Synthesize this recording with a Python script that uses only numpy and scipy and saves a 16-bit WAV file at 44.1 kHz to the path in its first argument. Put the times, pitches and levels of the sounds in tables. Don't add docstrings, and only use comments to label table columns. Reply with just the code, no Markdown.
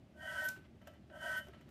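import sys
import numpy as np
from scipy import signal
from scipy.fft import rfft, irfft
from scipy.io import wavfile

SR = 44100
rng = np.random.default_rng(int(sys.argv[2]) if len(sys.argv) > 2 else 0)


def store_pcm(level_fs):
    pcm = np.round(np.clip(level_fs, -1, 1) * 32767).astype(np.int16)
    wavfile.write(sys.argv[1], SR, np.atleast_2d(pcm).T)


N = 74970
TIME = np.arange(N) / SR

# [f/Hz, relative level/dB]
HISS_COLOUR = [(400, 9), (800, 5.5), (2000, 10), (3300, 10), (3900, 4.5), (4600, 8), (6000, 6.5), (8400, 5),
               (9400, 7), (10000, -5.5), (10800, 4), (12700, 3), (14000, 0), (14500, -33)]
# [f/Hz, relative level/dB, t60/s]
BLADE_MODES = [(960, -11.5, 0.24), (978.3, -10.5, 0.22), (1320.8, -2, 0.39), (1558, -1, 0.15),
               (1574.7, -1, 0.076), (1848, -5.5, 0.12), (1951.6, -5, 0.22), (2124, -19, 0.14),
               (2877, -16, 0.18), (3034, -6.5, 0.23), (3059, -10.5, 0.25), (3289, -13, 0.055),
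               (8780, -24, 0.16), (9430, -28.5, 0.11), (9110, -23, 0.087)]
# [f/Hz, relative level/dB, t60/s]
SLAB_MODES = [(578.4, -0.5, 0.18), (619, -0.5, 0.22), (632.6, 4, 0.067), (681.5, 0, 0.09),
              (736, -10.5, 0.094), (917, -12.5, 0.097)]


def from_db(db):
    return 10 ** (np.asarray(db) / 20)


def rms_one(x):
    return x / np.sqrt(np.mean(x ** 2) + 1e-20)


def decay(age, t60):
    return np.exp(-np.log(1000) * age / t60)


def gate(start, end):
    edge_s = 0.013
    return np.clip(np.minimum(TIME - start, end - TIME) / edge_s + 1, 0, 1)


def gains(rows):
    s, *columns = np.transpose(rows)
    return [from_db(np.interp(TIME, s, db)) * gate(s[0], s[-1]) for db in columns]


def burst(start, t60):
    attack_s = 0.0022
    age = np.maximum(TIME - start, 0)
    return np.minimum(age / attack_s, 1) * decay(age, t60)


def colour(x, points):
    hz, db = np.transpose(points)
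    bins = np.maximum(np.fft.rfftfreq(N, 1 / SR), 1)
    spectrum_db = np.interp(np.log(bins), np.log(hz), db)
    return rms_one(irfft(rfft(x) * from_db(spectrum_db), N))


def wander(cutoff_hz):
    lowpass = signal.butter(2, cutoff_hz, fs=SR, output="sos")
    return rms_one(signal.sosfilt(lowpass, rng.standard_normal(N)))


def ring(x, hz, t60):
    radius = decay(1 / SR, t60)
    angle = 2 * np.pi * hz / SR
    feedback = [1, -2 * radius * np.cos(angle), radius * radius]
    return signal.lfilter([0, np.sin(angle)], feedback, x + 1e-18)


def room_tone():
    # [f/Hz, relative level/dB]
    tone_colour = [(25, -42), (48, -13.5), (72, 0), (100, -1), (135, -0.5), (240, -6), (340, -7),
                   (460, -19.5), (620, -13.5), (1000, -27), (2800, -30), (4500, -37), (9500, -47),
                   (12500, -48.5), (15500, -60)]
    # [f/Hz, level/dB, t60/s]
    drone_modes = [(69.8, -69, 0.28), (194.7, -74.5, 0.78), (232.6, -70, .4)]
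    level_db = -61
    out = from_db(level_db) * colour(rng.standard_normal(N), tone_colour)
    for hz, db, t60 in drone_modes:
        drone = ring(rng.standard_normal(N), hz, t60)
        out += from_db(db) * colour(drone, tone_colour)
    return out


def fibres():
    snaps_per_s, spread_db = 14000, 3
    judder_db, judder_hz = 0.5, 46
    snaps = (rng.random(N) < snaps_per_s / SR) * rng.choice([-1, 1], N)
    sizes = from_db(spread_db * np.minimum(rng.exponential(1, N), 5))
    return rms_one(snaps * sizes * from_db(judder_db * wander(judder_hz)))


def rubbed(force, modes):
    grip_damping = 0.87
    skirt_t60_s = 0.018
    out = 0
    for hz, db, t60 in modes:
        mode = ring(ring(force, hz, t60 * grip_damping), hz, skirt_t60_s)
        out += from_db(db) * rms_one(mode)
    return rms_one(out) * np.std(force)


def cutting():
    # [t/s, fibre hiss/dB, slab drive/dB, blade drive/dB]
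    cuts = [
        [(0.13, -99, -72, -100), (0.168, -79.5, -63.5, -69.5), (0.21, -70.5, -60, -55),
         (0.232, -65.5, -51, -54), (0.272, -62, -55, -48.5), (0.334, -58, -50, -52.5), (0.348, -59, -58, -43.5),
         (0.378, -57, -48.5, -47.5), (0.406, -55, -55.5, -52), (0.416, -56, -42.5, -52),
         (0.46, -56.5, -58, -47.5), (0.48, -58, -61, -61)],
        [(1.08, -87, -96, -94), (1.098, -91, -61, -73.5), (1.158, -71.5, -50, -55.5), (1.178, -72, -58, -59),
         (1.226, -62, -48.5, -48.5), (1.254, -58.5, -45, -46), (1.314, -56, -51.5, -48.5),
         (1.35, -57, -51.5, -43), (1.374, -58.5, -59.5, -46), (1.39, -57, -55, -60.5), (1.422, -76, -73, -56.5),
         (1.46, -72, -77, -110)],
    ]
    # [t/s, hiss/dB]
    slide = [(0.493, -45), (0.495, -52.5), (0.593, -76.5), (0.66, -108)]
    hiss_trim_db, slab_trim_db, blade_trim_db, slide_trim_db = -0.5, -2, 1, -5
    ring_low_hz = 567
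    hiss = colour(fibres(), HISS_COLOUR)
    out = from_db(slide_trim_db) * gains(slide)[0] * hiss
    rings = 0
    for cut in cuts:
        hiss_gain, slab_gain, blade_gain = gains(cut)
        out += from_db(hiss_trim_db) * hiss_gain * hiss
        rings += from_db(slab_trim_db) * rubbed(fibres() * slab_gain, SLAB_MODES)
        rings += from_db(blade_trim_db) * rubbed(fibres() * blade_gain, BLADE_MODES)
    low_edge = signal.cheby1(8, 1, ring_low_hz, "high", fs=SR, output="sos")
    return out + signal.sosfilt(low_edge, rings)


def singing_mode(curves, hz, trim_db, ring_out):
    wander_hz, wander_rad, flutter_db = 34, 0.33, 0.9
    out = 0
    for curve, t60 in zip(curves, ring_out):
        s, db = np.transpose(curve)
        held = np.minimum(TIME, s[-1])
        phase = np.interp(held, TIME, wander(wander_hz))
        flutter = np.interp(held, TIME, wander(wander_hz)) * gate(s[0], s[-1])
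        level = from_db(trim_db + np.interp(TIME, s, db) + flutter_db * flutter)
        fade = gate(s[0], TIME[-1]) * decay(TIME - held, t60)
        sine = np.sqrt(2) * np.sin(2 * np.pi * hz * TIME + wander_rad * phase)
        out += level * fade * sine
    return out


def blade_singing():
    # [t/s, level/dB]
    main_curves = [
        [(0.15, -76), (0.202, -58), (0.226, -64), (0.292, -45), (0.348, -51), (0.392, -37.5), (0.436, -46),
         (0.472, -36)],
        [(1.11, -71), (1.136, -60.5), (1.178, -69), (1.244, -47), (1.266, -55), (1.308, -39.5), (1.358, -43.5),
         (1.38, -38)],
    ]
    upper_curves = [
        [(0.175, -89), (0.209, -53.5), (0.259, -49.5), (0.371, -56), (0.421, -43), (0.465, -51)],
        [(1.13, -68), (1.14, -70), (1.218, -65), (1.246, -52), (1.39, -48.5)],
    ]
    main = singing_mode(main_curves, hz=1522, trim_db=1, ring_out=(0.29, 0.13))
    upper = singing_mode(upper_curves, hz=1862.5, trim_db=-3, ring_out=(0.063, 0.14))
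    return main + upper


def squeaks():
    # [t/s, length/s, level/dB]
    squeak_events = [(0.444, 0.018, -53), (1.37, 0.02, -59.5)]
    squeak_hz, squeak_t60_s = 12600, 0.0019
    level = sum(from_db(db) * gate(s, s + length) for s, length, db in squeak_events)
    return level * rms_one(ring(colour(fibres(), HISS_COLOUR), squeak_hz, squeak_t60_s))


def clicks(times, levels_db):
    out = np.zeros(N)
    index = np.clip((np.asarray(times) * SR).astype(int), 0, N - 1)
    out[index] = from_db(levels_db)
    return out


def struck(blows, modes):
    tap_damping = 0.76
    out = 0
    for k, (hz, db, t60) in enumerate(modes):
        out += (-1) ** k * from_db(db) * ring(blows, hz, t60 * tap_damping)
    return out


def taps():
    # [t/s, slab blow/dB, blade blow/dB, contact tick/dB, tick t60/s]
    tap_events = [(0.486, -83, -63, -32, .016), (0.815, -57.5, -67, -83, 0.16),
                  (.871, -45.5, -60.5, -58, 0.046), (.935, -63, -66.5, -72.5, 0.042),
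                  (1.098, -56, -82, -89, 0.032), (1.468, -55, -83, -71, .09),
                  (1.483, -53.5, -79, -66, 0.033), (1.533, -54, -63.5, -83, 0.074),
                  (1.609, -63, -69.5, -73, 0.063), (1.689, -61, -81, -67, 0.047)]
    # [f/Hz, relative level/dB]
    tick_colour = [(500, -9), (2000, -33), (4000, 7), (6000, 11), (9000, 6.5), (10500, 3), (13700, 14),
                   (14600, -8)]
    # [f/Hz, relative level/dB]
    knock_colour = [(35, -34), (80, 13.5), (300, -8), (700, 0), (1100, -6.5), (1700, 1), (2300, -13),
                    (2900, -5), (4500, -22), (12000, -53)]
    knock_trim_db, knock_t60_s = -3.5, 0.072
    tick_level, knock_level = 0, 0
    for t, slab_db, _, tick_db, tick_t60 in tap_events:
        tick_level += from_db(tick_db) * burst(t, tick_t60)
        knock_level += from_db(slab_db + knock_trim_db) * burst(t, knock_t60_s)
    tick = tick_level * colour(fibres(), tick_colour)
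    knock = knock_level * colour(fibres(), knock_colour)
    times, slab_levels, blade_levels, _, _ = np.transpose(tap_events)
    slab_ring = 0.5 * struck(clicks(times, slab_levels), SLAB_MODES)
    blade_ring = struck(clicks(times, blade_levels), BLADE_MODES)
    return tick + knock + slab_ring + blade_ring


def handling():
    # [t/s, level/dB]
    presses = [(0.569, -56), (0.747, -58), (1.093, -61), (1.483, -54.5), (1.599, -60.5), (1.659, -58.5)]
    # [t/s, length/s, level/dB]
    rustles = [(0.497, 0.08, -67), (.59, .075, -71.5), (0.815, 0.167, -76), (1.45, 0.24, -70)]
    # [f/Hz, relative level/dB]
    rustle_colour = [(400, 1), (1300, 5), (2800, 2.5), (4500, -8), (9000, -20), (12500, -23), (15000, -44)]
    press_hz, press_width_t60_s, press_t60_s = 356, 0.042, 0.16
    uneven_db, uneven_hz = 2.5, 26
    press_level = sum(from_db(db) * burst(s, press_t60_s) for s, db in presses)
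    thumps = press_level * rms_one(ring(fibres(), press_hz, press_width_t60_s))
    rustle_level = sum(from_db(db) * gate(s, s + length) for s, length, db in rustles)
    grains = fibres() * from_db(uneven_db * wander(uneven_hz))
    return thumps + rustle_level * colour(grains, rustle_colour)


def room(x):
    delay_s, t60_s, level_db = 0.008, 0.22, -11.5
    tail = rng.standard_normal(N) * burst(delay_s, t60_s)
    return from_db(level_db) * signal.fftconvolve(x, tail / np.linalg.norm(tail))[:N]


def scene():
    work = cutting() + blade_singing() + squeaks() + taps() + handling()
    return (work + room(work) + room_tone())[None]


def record(dry):
    cutoff_hz = 15700
    lowpass = signal.ellip(10, 0.1, 80, cutoff_hz, fs=SR, output="sos")
    return signal.sosfilt(lowpass, dry)


dry = scene()
out = record(dry)
store_pcm(out)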